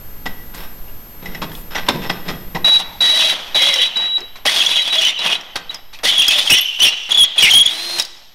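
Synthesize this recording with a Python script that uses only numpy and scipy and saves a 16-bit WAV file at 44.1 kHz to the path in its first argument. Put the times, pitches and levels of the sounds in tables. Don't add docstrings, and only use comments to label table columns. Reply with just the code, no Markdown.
import sys
import numpy as np
from scipy import signal
from scipy.fft import rfft, irfft, next_fast_len
from scipy.io import wavfile
from scipy.ndimage import uniform_filter1d

SR = 44100
rng = np.random.default_rng(int(sys.argv[2]) if len(sys.argv) > 2 else 0)


def persist_wave(psi):
    counts = np.round(np.clip(psi, -1, 1) * 32767).astype(np.int16)
    wavfile.write(sys.argv[1], SR, np.atleast_2d(counts).T)


def ratio_of_db(decibels):
    return 10 ** (np.asarray(decibels, float) / 20)


N = 367794
T = np.arange(N) / SR
STEPS = np.arange(0, N, 20) / SR

# frequency in Hz, density in dB per Hz.
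HUM_SPECTRUM = [(8, -1.5), (16, -9), (30, -15.5), (60, -24.5), (150, -31), (230, -33), (400, -37.5),
                (1370, -44), (6500, -55), (12000, -58.5), (15000, -66)]
HUM_DB, HUM_DUCK = -31.5, 0.039
LAMP_HZ, LAMP_DB = 12931.5, -44.5
REST_DB, KNEE_DB, QUICK_S, QUICK_SHARE, SLOW_S, SLOW_SHARE = 3, -35, 0.0568, 0.48, 2.75, 1.51
# time in seconds, share of full scale.
CEILING = [(0, 0.61), (6.12, 0.57), (6.16, 0.46), (8.34, 0.61)]

# start in seconds, length in seconds, scrape dB, thud dB.
FUMBLE = [(0.255, 0.0086, -23.5, -32), (0.537, 0.11, -36.5, -46.5), (.875, 0.01311, -49, -51),
          (1.22, 0.16, -41.5, -36), (1.415, 0.023, -25.5, -29), (1.5, 0.084, -45, -72),
          (1.704, 0.05, -33.5, -52), (1.747, 0.042, -22, -37), (1.862, .025, -30, -59),
          (1.884, 0.003, -7, -20.5), (1.926, 0.052, -43, -26), (2.016, 0.054, -30, -45),
          (2.094, 0.008, -16, -28), (2.251, 0.086, -36, -33), (2.283, 0.009, -18.5, -28),
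          (2.546, 0.011, -23, -25.5), (5.556, 0.006, -20.5, -42.5)]
# start in seconds, length in seconds, level in dB.
SWISH = [
    (.55, 0.1, -43),
    (1.52, 0.093, -40),
]
# time in seconds, peak in dB, ring in Hz, brightness from 0 to 1.
KNOCKS = [(0.259, -18, 1970, 0.3), (0.546, -2, 2026, 0.98), (0.881, -28, 2750, 0.76),
          (1.257, -25.5, 1980, 0), (1.348, -24.5, 1940, 0), (1.421, -20.5, 1060, 0.26),
          (1.517, -15, 1770, 0.91), (1.552, -18, 3760, 0.97), (1.754, -13, 1920, 0.45),
          (1.887, -29, 3570, 0.4), (2.096, -15, 1953, 0.3), (2.281, -17.5, 1990, 0.42),
          (2.552, -18, 1970, 0.4), (3.732, -8, 3335, 1), (3.962, -21, 3880, 0.54), (4.181, -25, 3870, 0.25),
          (4.209, -34, 4000, 0.3), (4.358, -37.5, 3930, 0.08), (5.189, -18, 4051, 0.46),
          (5.559, -19, 3163, 0.26), (5.744, -16, 5000, 0.7), (5.935, -35, 3980, 0.07),
          (6.805, -13, 3030, 0.86), (7.985, 9, 3190, 0.97), (7.997, -1, 3830, 0.86),
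          (8.05, -20, 4900, 0.95)]
# frequency in Hz, width in Hz, level in dB.
BRACKET = [(870, 190, -9), (1210, 16, -12.5), (1554, 12, -5.5), (1950, 45, -5.5), (2560, 23, -9),
           (2770, 39, -10), (3280, 30.65, -9), (3680, 17, -7.5), (3830, 26, -12), (4760, 18, -15.5),
           (5120, 49, -9), (5337.7, 20.22, -7.5), (5780, 18, -17), (6960, 29, -19.5)]
HELD = 0.76

# start in seconds, length in seconds, level in dB, change over the pull in dB.
WHINE = [(2.644, 0.13, -12, 1.5), (3.005, 0.32, -12, -8.5), (3.545, 0.25, -14, -12.5),
         (3.794, 0.087, -19.5, 0.5), (3.957, 0.12, -19.5, 0), (4.079, 0.093, -24.5, 8),
         (4.154, 0.019, -19, 2.5), (4.69, .14, -26, 8), (4.903, 0.05, -21.5, 2), (5.055, 0.021, -27, -4),
         (5.177, 0.0451, -27.5, 4), (5.353, .009, -21.5, -4), (5.694, 0.010632, -22.5, -2)]
WHINE_HZ, SURGE_DB, SURGE_S = 3893.8, 3., 0.025
# multiple of the whine, level in dB.
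OVERTONES = [(2, -40), (3, -37.5), (4, -47.5)]
OVERTONES_FROM_S = 2.8
# time in seconds, armature slot tone in Hz, its level in dB, shaft level in dB.
FREE_SPIN = [(7.66, 3480, -25, -48), (7.7, 3717, -27.5, -50), (7.758, 3994, -29, -48),
             (7.84, 4140, -28.5, -43.5), (7.93, 4175, -26, -43), (7.965, 4175, -24.5, -38),
             (7.99, 4080, -26, -46)]
SLOTS = 12
# start in seconds, length in seconds, level in dB, first Hz, last Hz.
GROAN = [(3.115, 0.18, -35, 642, 636), (3.595, 0.1, -33, 525, 588), (3.69, 0.12, -37, 589, 484),
         (4.74, .07, -38, 646, 552), (4.96, 0.034, -30, 595, 660), (6.31, 0.082, -36.5, 634, 584.1)]

# start in seconds, length in seconds, level in dB, first Hz, last Hz.
SHRIEK = [(5.015, 0.07, -30, 5815, 5780), (6.608, 0.0095, -20, 11600, 11550),
          (6.63, 0.22, -51, 11560, 11400), (6.8, 0.05, -22, 5840, 5970), (6.85, 0.016, -18, 5500, 5480)]
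# start in seconds, length in seconds, level in dB, first Hz, last Hz.
DIG = [(2.553, 0.013, -17, 880, 860), (2.674, 0.0074, -22, 640, 584), (2.715, 0.015, -27, 870, 860),
       (2.792, 0.016, -25.5, 870, 880), (2.83, 0.14, -40, 960, 850), (3.01, 0.082, -25.5, 1950, 1973),
       (3.135, 0.034, -26, 1950, 1950), (3.19, 0.036, -21, 2730, 2735), (3.548, 0.012, -21.5, 614.7, 636),
       (3.59, 0.06, -21, 2050, 2130), (3.68, 0.068, -23, 2200, 2020), (3.79, 0.034, -23.5, 1990, 1950),
       (4.0, 0.061, -34, 1880, 1950), (4.18, 0.06, -41, 340, 321), (4.45, 0.022, -20.5, 600, 615.6),
       (4.47, 0.032, -19, 1950, 2084), (4.615, 0.01504, -17, 2690, 2700), (4.715, .02, -19, 2560, 2560),
       (4.78, .03, -23.5, 2099, 2046), (5.072, 0.024, -23, 1950, 2186), (5.27, 0.026, -19.5, 2610, 2510),
       (6.032, 0.0251, -24.5, 511, 526), (6.055, 0.025, -20.5, 1950, 2048), (6.215, 0.023, -10, 2750, 2750),
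       (6.283, 0.053, -17, 2600, 2576), (6.51, 0.034, -11, 3250, 3130), (6.825, 0.023, -6.5, 3330, 3391),
       (6.86, 0.023, -16, 3115, 3170), (7.377, 0.012, -12, 2560, 2560), (7.422, 0.024, -10.5, 2330, 2250),
       (7.458, 0.028, -13, 1982, 2203)]
# time in
# seconds, peak in dB, pitch in Hz.
TICKS = [(1.4957, -34, 3632), (1.5166, -31, 3180), (1.551, -25.5, 3440), (1.71, -38.5, 5330),
         (1.8868, -4, 3600), (1.9382, -37, 5040), (2.037, -24, 2600), (2.266, -33, 1960),
         (2.676, -15, 1730), (3.621, -16, 5500), (3.74, -9, 5400), (3.97, -17, 5000), (4.205, -28, 5200),
         (4.285, -44, 4970), (4.475, -16, 5030), (4.66, -15, 5830), (5.019, -13.5, 5840),
         (5.049, -12, 6010), (5.189, -22, 5070), (5.41, -28.5, 5440), (5.557, -16, 4500),
         (5.711, -26, 2970), (5.744, -19, 5370), (5.988, -27, 3300), (6.22, -9.5, 5700), (6.281, 0.5, 5157),
         (6.502, 1, 5487), (6.803, -15, 5770), (6.826, -7.5, 4440), (7.093, -29, 1500), (7.252, -27, 4486),
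         (7.425, -2.5, 5058), (7.47, -22, 5514), (7.507, -15, 6264), (7.535, -6, 5517),
         (7.988, -14.5, 3343), (7.997, -4.5, 5400), (8.022, -13, 5010), (8.05, -18.5, 4800)]
# start in seconds, length in seconds, dB, Hz.
GRABS = [(3.04, 0.01716, -16, 3325), (3.195, 0.014, -18, 3330), (3.24, 0.0138, -26, 3300),
         (3.655, 0.013, -13, 3418), (3.73, 0.013, -25, 3310), (3.82, 0.01387, -26, 3300),
         (3.85, .012, -26, 3000), (4.506, 0.0064, -24, 3370), (4.559, 0.015, -10.5, 3376),
         (4.6, 0.018, -7.5, 3300), (4.662, 0.0063, -5.5, 3372), (4.725, 0.013, -21, 3386),
         (4.755, 0.0092, -8, 3300), (4.79, 0.0093, -10.5, 3280), (4.98, 0.011, -6, 3340),
         (5.017, 0.017, -12.5, 2930), (5.047, 0.027, -7.5, 2987), (5.088, 0.00846, -11, 3570),
         (5.265, 0.021617, -20, 3260), (5.325, 0.011, -24, 3396), (6.08, 0.026, -12, 3086),
         (6.325, 0.01434, -15, 3602), (6.801, 0.0046, -5.5, 2900), (6.811, 0.0058, -10, 3040),
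         (6.92, 0.012, -25, 3958), (7.143, 0.010306, -6.5, 3369), (7.384, 0.00788, -10.5, 3912),
         (7.669, 0.004089, -18, 3353), (7.676, 0.011, -17.5, 3363)]

# start in seconds, length in seconds, grit level in dB,
# change over the bite in dB, low chatter level in dB.
BITES = [(2.642, 0.16, -28.5, -2.5, -30.5), (3.004, 0.32, -23, -1.5, -28),
         (3.318, 0.02014, -43, -4.5, -25.5), (3.545, .32, -22.5, -7.5, -26.5), (3.959, 0.1, -37.5, -1, -32),
         (4.176, 0.033, -46, -1, -37.5), (4.353, 0.014, -40.5, 1, -41.5), (4.451, 0.48, -19.5, -15, -25),
         (4.872, 0.03989, -41, -7, -34), (4.921, 0.18, -25, -2.5, -29.5), (5.189, 0.09, -38, 9, -35.5),
         (5.255, .1, -29, -2, -27), (5.553, 0.01, -25.5, -3.5, -31), (5.7, 0.039, -43, 1.5, -38.5),
         (5.927, 0.028, -35, -3.5, -42), (5.991, 0.01286, -46, -2, -41), (6.031, 0.063, -21.5, 1.5, -30),
         (6.12, 0.39, -29.5, 3.5, -35), (6.447, 0.022, -20, -5.5, -27), (6.496, 0.091, -19.5, -9.5, -27.5),
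         (6.79, 0.01416, -28, 1, -35), (6.815, 0.063, -22, 2, -29.5), (7.088, .15, -32.5, 3, -34),
         (7.356, 0.02, -37, 6, -35), (7.383, 0.2, -23, 2, -29.5), (7.625, 0.35, -31, 5.5, -38.5),
         (7.979, 0.016, -21, 0.5, -34), (8.045, .004, -38, -3, -55)]
FIRST_BITE_S = BITES[0][0]
# start in seconds, length in seconds, level in dB, first Hz, last Hz.
SQUEALS = [(2.655, 0.17, -30.5, 3500, 3560), (3.02, 0.17, -25, 3370, 3300), (3.19, 0.16, -20, 3300, 3240),
           (3.555, 0.21, -18, 3300, 3270), (3.785, 0.068, -17, 3140, 3148), (3.88, 0.22, -33, 3050, 3080),
           (4.455, .09, -17, 3300, 3280), (4.555, 0.13, -21, 3300, 3300), (4.70, .12, -24.5, 3300, 3198),
           (4.83, 0.082, -25.5, 3300, 3264), (4.925, 0.05854, -15.5, 3320, 3300),
           (5.0, .1, -16.5, 3040, 3050), (5.11, 0.14, -21.5, 3000, 3032), (5.255, 0.1, -18.5, 3250, 3160),
           (5.70, 0.069, -39, 3060, 3185), (5.935, 0.026, -37, 2400, 2471),
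           (6.045, 0.08601, -18, 3440, 3291), (6.14, 0.039, -15, 3380, 3325),
           (6.178, 0.03, -6.5, 3317, 3300), (6.21, 0.063, -11.5, 3300, 3300), (6.28, 0.02, -6, 3300, 3300),
           (6.31, 0.12303, -21.5, 3300, 3540), (6.465, 0.012, -10, 3330, 3285),
           (6.498, 0.054, -0.5, 2770, 2770), (6.54, 0.044, -7.5, 3040, 3063),
           (6.59, 0.0066, -8.5, 3460, 2974), (6.818, 0.02928, -3.5, 3040, 3139),
           (6.848, 0.037, -7, 2750, 2925), (7.105, 0.019, -10, 3374, 3349),
           (7.172, 0.028, -6.5, 3430, 3354), (7.206, 0.03263, -2.5, 3307, 3300),
           (7.379, 0.03383, -7.5, 3420, 3185), (7.42, 0.039, -4, 2946, 2836),
           (7.465, 0.032, -8.5, 2596, 2844), (7.5, 0.026, -2.5, 3369, 3174), (7.534, 0.084, -1, 3232, 3320),
           (7.62, 0.0088, -14, 3300, 3300), (7.654, 0.011, -2.5, 3370, 3346),
           (7.985, 0.021, -20.5, 3300, 3186)]
# frequency in Hz, width in Hz, level in dB.
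STEEL = [(2046, 39, -8.5), (2250, 13, -13), (2560, 36, -1.5), (2750, 10, -6.5), (2873, 22, 4),
         (3040, 19, 5.5), (3230, 66, -2), (3300, 11.5, 5.5), (3420, 41, 6), (3320, 25, 2), (5370, 350, -31)]
# frequency in Hz, density in dB per Hz.
GRIT = [(880, -49), (1500, -15.5), (2230, -12.5), (3300, -12), (3700, -3), (3770, -3), (4100, -6.5),
        (5800, -11), (7400, -21.5), (9750, -29), (16500, -120)]
CHATTER = [(82, -40), (150, -14), (486, -12), (641, -6.5), (780, -6), (1630, -10), (1960, -7.5), (2200, -9),
           (2860, -10.5), (4840, -120)]
FIZZ = [(5500, -46), (7500, -18), (8300, -1.5), (9600, -1), (10500, -2), (14000, -8.5), (15800, -14)]
# frequency in Hz, width in Hz.
RING_OUT = [(2770, 15), (3040, 31), (3330, 55)]
REACH_HZ = 256
# start in seconds, length in seconds, dB, change in dB.
GLOW = [
    (6.599, .19, -28, -0.5),
    (6.889, 0.23, -30.5, -3.5),
]
BITE_IN_DB, BITE_IN_S = 3.5, 0.026
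HOP_S, HOP_SHARE = .018, 0.0357
UPPER_HZ, UPPER_DB = 5610, -17.5
OCTAVE_DB, DEEP_OCTAVE_DB, SHALLOW_S, DEEP_S = -39, -21., 5.2, 6.3956
THROUGH_S, THROUGH_DB, THROUGH_FALL = 7.675, -10, 452
SINK_S, SINK_DB, SINK_FALL = 8.0, -2, 350

SNAP_S, QUICK_RISE_S, SOFT_RISE_S = .002, .004, .008
GRIT_SHAPE = (SOFT_RISE_S, 425, -14.5, 36)
CHATTER_SHAPE = (QUICK_RISE_S, 190, -7, 38.4)
SQUEAL_SHAPE = (QUICK_RISE_S, 950, -12.5, 44.5)
SWITCH_SHAPE = (SNAP_S, 2700, -60, 300)
GROAN_SHAPE = (SOFT_RISE_S, 500, -40, 220)
DIG_SHAPE = (SOFT_RISE_S, 940, -40, 200)
SCRAPE_SHAPE = (QUICK_RISE_S, 740, -6, 126)
THUD_SHAPE = (SOFT_RISE_S, 148, -5, 38)
SHRIEK_SHAPE = (QUICK_RISE_S, 710, -30, 197)
GRAB_SHAPE = (QUICK_RISE_S, 870, -40, 200)
FILL_S = 0.091
EARLY_RING_DB, EARLY_UNTIL_S = 5, 3.95


def evened(x):
    return x / np.sqrt(np.mean(x ** 2) + 1e-20)


def noise():
    return rng.standard_normal(N)


def wobble(size):
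    return evened(uniform_filter1d(uniform_filter1d(noise(), size), size))


def sine(hz):
    return np.sqrt(2) * np.sin(2 * np.pi * np.cumsum(hz) / SR)


def column(rows, index, off=-120.):
    rows = np.array(rows, float)
    out = np.full(N, off)
    on = (T >= rows[0, 0]) & (T < rows[-1, 0] + .006)
    out[on] = np.interp(T[on], rows[:, 0], rows[:, index])
    return out


def level(rows, index):
    return uniform_filter1d(ratio_of_db(column(rows, index)), size=90)


def glide(rows):
    rows = np.array(rows)
    latest = np.maximum(np.searchsorted(rows[:, 0], T) - 1, 0)
    start, length, _, first, last = rows[latest].T
    return first + (last - first) * np.clip((T - start) / length, 0, 1)


def shaped(start, length, db, shape, catch_db=0., catch_s=.01, change_db=0.):
    rise_s, fall, ring_db, ring_fall = shape
    start, length, db, change_db = (np.reshape(v, (-1, 1)) for v in (start, length, db, change_db))
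    since = np.maximum(STEPS - start, 0)
    after = np.maximum(since - length, 0)
    hold_db = db + change_db * np.minimum(since / length, 1) + catch_db * np.exp(-since / catch_s)
    hold = np.minimum(since / rise_s, 1) * ratio_of_db(hold_db)
    early = (start < EARLY_UNTIL_S) * (start > FIRST_BITE_S - .01)
    filled = 1 - np.exp(-length / FILL_S)
    ring = (after > 0) * filled * ratio_of_db(ring_db + EARLY_RING_DB * early - ring_fall * after) ** 2
    power = hold ** 2 * (ratio_of_db(-fall * after) ** 2 + ring)
    return np.interp(T, STEPS, np.sqrt(power.sum(0)))


def colour(x, points):
    f, db = np.transpose(points)
    size = next_fast_len(N)
    hz = np.fft.rfftfreq(size, 1 / SR)
    gain = ratio_of_db(np.interp(np.log(hz + 1), np.log(f + 1), db))
    return evened(irfft(rfft(x, size) * gain, size)[:N])


def resonate(x, hz, width):
    r = np.exp(-np.pi * abs(width) / SR)
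    if np.ndim(hz) == 0:
        return 2 * signal.lfilter([1 - r], [1, -r * np.exp(2j * np.pi * hz / SR)], x).real
    turn = np.exp(2j * np.pi * np.cumsum(hz) / SR)
    return 2 * (turn * signal.lfilter([1 - r], [1, -r], x * turn.conj())).real


def band(x, hz, width, outer):
    return evened(resonate(resonate(x, hz, width), hz, outer))


def body(x, modes, patchy_db):
    total = np.zeros(N)
    for hz, width, db in modes:
        flare = ratio_of_db(db + patchy_db * wobble(size=500))
        total += flare * resonate(x, hz, width) / np.sqrt(abs(width))
    return evened(total)


def chips(per_s, spread_db):
    size = ratio_of_db(spread_db * np.minimum(rng.exponential(1, N), 5))
    return size * (rng.random(N) < per_s / SR) * noise()


def sung(rows, width, shape):
    return shaped(*np.transpose(rows)[:3], shape) * band(noise(), glide(rows), width, 3 * width)


def background(loud):
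    hum = ratio_of_db(HUM_DB) * colour(noise(), HUM_SPECTRUM)
    hiss = ratio_of_db(-54.5) * rng.standard_normal((2, N))
    lamp = ratio_of_db(LAMP_DB) * sine(np.full(N, LAMP_HZ))
    loud_db = 10 * np.log10(abs(uniform_filter1d(loud ** 2, size=900)) + 1e-9)
    over = np.maximum(loud_db - KNEE_DB, 0)
    quick, slow = (signal.lfilter([1 / (s * SR)], [1, 1 / (s * SR) - 1], over) for s in (QUICK_S, SLOW_S))
    air = hum * ratio_of_db([[-.2], [.2]]) * ratio_of_db(-HUM_DUCK * slow) + hiss + lamp
    return ratio_of_db(REST_DB - QUICK_SHARE * quick - SLOW_SHARE * slow) * air


def garage(x, t60):
    t = np.arange(SR // 2) / SR
    taps = rng.choice([-1., 1.], len(t)) * (rng.random(len(t)) < .05) * (t > .006)
    low = signal.lfilter([.35], [1, -.65], taps)
    tail = low * ratio_of_db(-60 * t / t60) + (taps - low) * ratio_of_db(-60 * t / (0.14 * t60))
    return signal.fftconvolve(x, tail / np.linalg.norm(tail))[:N]


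def fumble():
    rub = chips(6000, 2.3)
    held = [(hz, HELD * width, db) for hz, width, db in BRACKET]
    rasp = colour(rub, [(300, -1.5), (900, 9.0), (4000, 1.5), (8000, -23), (16000, -66)])
    scrape = ratio_of_db(-7.5) * body(rub, held, patchy_db=5.5) + ratio_of_db(-2.5) * rasp
    thud = colour(rub, [(70, -15.0), (170, 4.0), (400, 1.5), (800, -16.0), (1500, -56)])
    boom = evened(resonate(rub, 180.0, 24.7))
    thud = ratio_of_db(-4.5) * thud + ratio_of_db(-6.5) * boom
    start, length, scrape_db, thud_db = np.transpose(FUMBLE)
    out = shaped(*np.transpose(SWISH), SHRIEK_SHAPE) * evened(np.diff(rub, prepend=0))
    out += shaped(start, length, scrape_db, SCRAPE_SHAPE) * scrape
    return out + shaped(start, length, thud_db, THUD_SHAPE) * thud


def knocks(t60=0.07):
    own, dull, bright = np.zeros((3, N))
    t = np.arange(4000) / SR
    for s, db, hz, bare in KNOCKS:
        bare = np.clip(bare, 0, 1)
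        blow = ratio_of_db(db - 60 * t / t60) * rng.standard_normal(len(t))
        span = slice(round(s * SR), round(s * SR) + len(t))
        own[span] += ratio_of_db(21.5) * (1 - bare) * resonate(blow, hz, 87.0)
        dull[span] += (1 - bare) * blow
        bright[span] += bare * blow
    ring = sum(ratio_of_db(db) * resonate(dull, hz, 1.4 * width) for hz, width, db in BRACKET)
    thin = signal.butter(2, [300, 6500], "bandpass", fs=SR, output="sos")
    crisp = signal.butter(2, [2500, 9000], "bandpass", fs=SR, output="sos")
    return signal.sosfilt(thin, own + ratio_of_db(17.5) * ring) + ratio_of_db(-24.5) * signal.sosfilt(crisp, bright)


def motor():
    flutter = ratio_of_db(0.93 * wobble(size=150))
    edges = sum(ratio_of_db(db) * sine(np.full(N, k * WHINE_HZ)) for k, db in OVERTONES)
    tone = sine(np.full(N, WHINE_HZ)) + edges * np.where(T > OVERTONES_FROM_S, 1, ratio_of_db(-9.0))
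    start, length, whine_db, change_db = np.transpose(WHINE)
    fresh = np.append(True, start[1:] > (start + length)[:-1])
    surge_db = SURGE_DB * fresh[:, None]
    whine = shaped(start, length, whine_db, SWITCH_SHAPE, surge_db, SURGE_S, change_db) * flutter * tone
    groan_hz = glide(GROAN) * (1 + 0.0126 * wobble(size=600))
    groan = shaped(*np.transpose(GROAN)[:3], GROAN_SHAPE) * ratio_of_db(3. * wobble(size=700)) * sine(groan_hz)
    slot_hz = column(FREE_SPIN, index=1, off=4000.)
    slot = level(FREE_SPIN, index=2) * flutter * sine(slot_hz)
    turning = sine(slot_hz / SLOTS) + ratio_of_db(-3.0) * sine(2 * slot_hz / SLOTS)
    return whine + groan + slot + level(FREE_SPIN, index=3) * turning


def fan():
    return ratio_of_db(-39.0) * level(FREE_SPIN, index=2) * colour(noise(), FIZZ)


def shriek():
    return sung(SHRIEK, 60.7, SHRIEK_SHAPE) + ratio_of_db(-2.0) * sung(DIG, 130.0, DIG_SHAPE)


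def ticks(t60=0.026):
    out, t = np.zeros(N), np.arange(1500) / SR
    for s, db, hz in TICKS:
        crack = rng.standard_normal(len(t))
        ping = np.sin(2 * np.pi * hz * t) + ratio_of_db(-4.0) * evened(resonate(crack, hz, 900.))
        ping += ratio_of_db(-24.0 - 2275.0 * t) * crack
        decay = ratio_of_db(db - 60 * t / t60) * np.minimum(t / 0.0011, 1)
        out[round(s * SR):][:len(t)] += decay * ping
    return out


def grabs():
    start, length, db, hz = np.transpose(GRABS)
    pitch = glide(np.transpose([start, length, db, hz, hz])) * (1 + 0.01557 * wobble(size=120))
    skirt = band(noise(), pitch, 370.0, 700.)
    mode = ratio_of_db(-0.7) * sine(pitch) + ratio_of_db(-9.0) * skirt + ratio_of_db(-21.0) * sine(2 * pitch)
    return shaped(start, length, db, GRAB_SHAPE) * ratio_of_db(-3.0) * mode


def afterglow(hz):
    near = [np.exp(-((hz - f) / REACH_HZ) ** 2) + .02 for f, _ in RING_OUT]
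    modes = sum(n * evened(resonate(noise(), f, width)) for n, (f, width) in zip(near, RING_OUT))
    modes = modes / np.sqrt(sum(n ** 2 for n in near))
    return modes + ratio_of_db(-19.5) * colour(modes ** 2, [(3500, -80), (5000, 12), (7000, -13), (8500, -62)])


def grinding(force, biting, rough, stutter):
    grit = force * colour(chips(12000, 2.63 * rough) * stutter, GRIT)
    fizz = ratio_of_db(-11.5) * force * biting * colour(chips(12000, 0.53) * stutter, FIZZ)
    chip_hz = 9300 * (1 + 0.051 * wobble(size=900))
    return grit + fizz + ratio_of_db(0.5) * resonate(fizz, chip_hz, 440.0)


def chatter(biting, stutter):
    start, length, _, change_db, low_db = np.transpose(BITES)
    sag_db = 0.87 * change_db - 1.5
    bounce = shaped(start, length, low_db, CHATTER_SHAPE, BITE_IN_DB, BITE_IN_S, sag_db)
    sink = ratio_of_db(np.clip(SINK_FALL * (SINK_S - T), SINK_DB, 0))
    return bounce * colour(chips(5000, 1.0 * biting) * stutter, CHATTER) * sink


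def squeal(biting, stutter):
    hz = uniform_filter1d(glide(SQUEALS), size=60)
    ragged = np.clip((3330 - hz) / 300, .12, 1)
    hops = noise()[np.cumsum(rng.random(N) < 1 / (HOP_S * SR))]
    hz = hz * (1 + 0.013 * wobble(size=200) + HOP_SHARE * biting * ragged * hops)
    loud = shaped(*np.transpose(SQUEALS)[:3], SQUEAL_SHAPE)
    loud = loud * ratio_of_db(np.clip(THROUGH_FALL * (THROUGH_S - T), THROUGH_DB, 0))
    locked = np.clip(loud / ratio_of_db(-7.5), 0, .93 - 0.35 * ragged)
    scrub = noise() * stutter

    pure = ratio_of_db(-1.5 + 2.9 * wobble(size=300)) * (1 - ragged) ** 2 * sine(hz)
    narrow = evened(band(scrub, hz, 83.0, 250.0) + pure)
    plate = colour(body(scrub, STEEL, patchy_db=4.5), [(900, -34), (1900, -1.5), (6900, -13.5), (8500, -47)])
    glow = afterglow(hz)
    broad = biting * (band(scrub, hz, 465.0, 850.0) + ratio_of_db(5.0) * biting * plate)
    broad += (1 - biting) * (band(scrub, hz, 465.0, 850.0) + ratio_of_db(5.0) * biting * plate + ratio_of_db(-4.) * glow)
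    flare = biting * np.sqrt(ragged) * ratio_of_db(UPPER_DB + 5.1 * wobble(size=600))
    upper = flare * band(scrub, UPPER_HZ, 250., 400.)
    octave_db = np.interp(T, [SHALLOW_S, DEEP_S], [OCTAVE_DB, DEEP_OCTAVE_DB])
    octave = biting * ratio_of_db(octave_db) * band(scrub, 2 * hz, 300., 450.)
    ring = loud * (locked * narrow + (1 - locked) * ratio_of_db(-4.0) * broad + octave + upper)

    lit, held, glow_db, sag_db = np.transpose(GLOW)
    return ring + shaped(lit, held, glow_db, DIG_SHAPE, change_db=sag_db) * glow


def cutting():
    start, length, grit_db, change_db, _ = np.transpose(BITES)
    force = shaped(start, length, grit_db, GRIT_SHAPE, change_db=change_db)
    biting = np.clip(force / ratio_of_db(-31.5), 0, 1)
    rough = biting * np.where(T < THROUGH_S, 1, .3)
    stutter = ratio_of_db(rough * (1.57 * wobble(size=200) + 1.9 * wobble(size=900)))
    steel = grinding(force, biting, rough, stutter) + chatter(biting, stutter)
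    return steel + squeal(biting, stutter) + grabs()


def overload(x):
    top = np.interp(T, *np.transpose(CEILING))
    return np.clip(x, -top * 1.005, top)


def scene():
    tones, hands, snaps = motor() + shriek(), knocks() + fumble(), ticks()
    room = ratio_of_db(-19.0 + 3.2 * wobble(size=1200)) * garage(tones, t60=0.99)
    room += ratio_of_db(-15.0) * garage(hands + snaps, t60=0.77)
    cut = T > FIRST_BITE_S
    drill = overload(cutting() + fan() + tones + cut * snaps)
    return drill + hands + ~cut * snaps + room + background(drill + ratio_of_db(-17.0) * hands)


def band_limit(x):
    return signal.sosfilt(signal.butter(12, 16430, fs=SR, output="sos"), x)


def record(dry):
    edge = signal.firwin(301, 15800, fs=SR)
    wet = signal.oaconvolve(dry + .007, edge[None], "same")
    return band_limit(np.clip(wet, -1, 1))


dry = scene()
out = record(dry)
persist_wave(out)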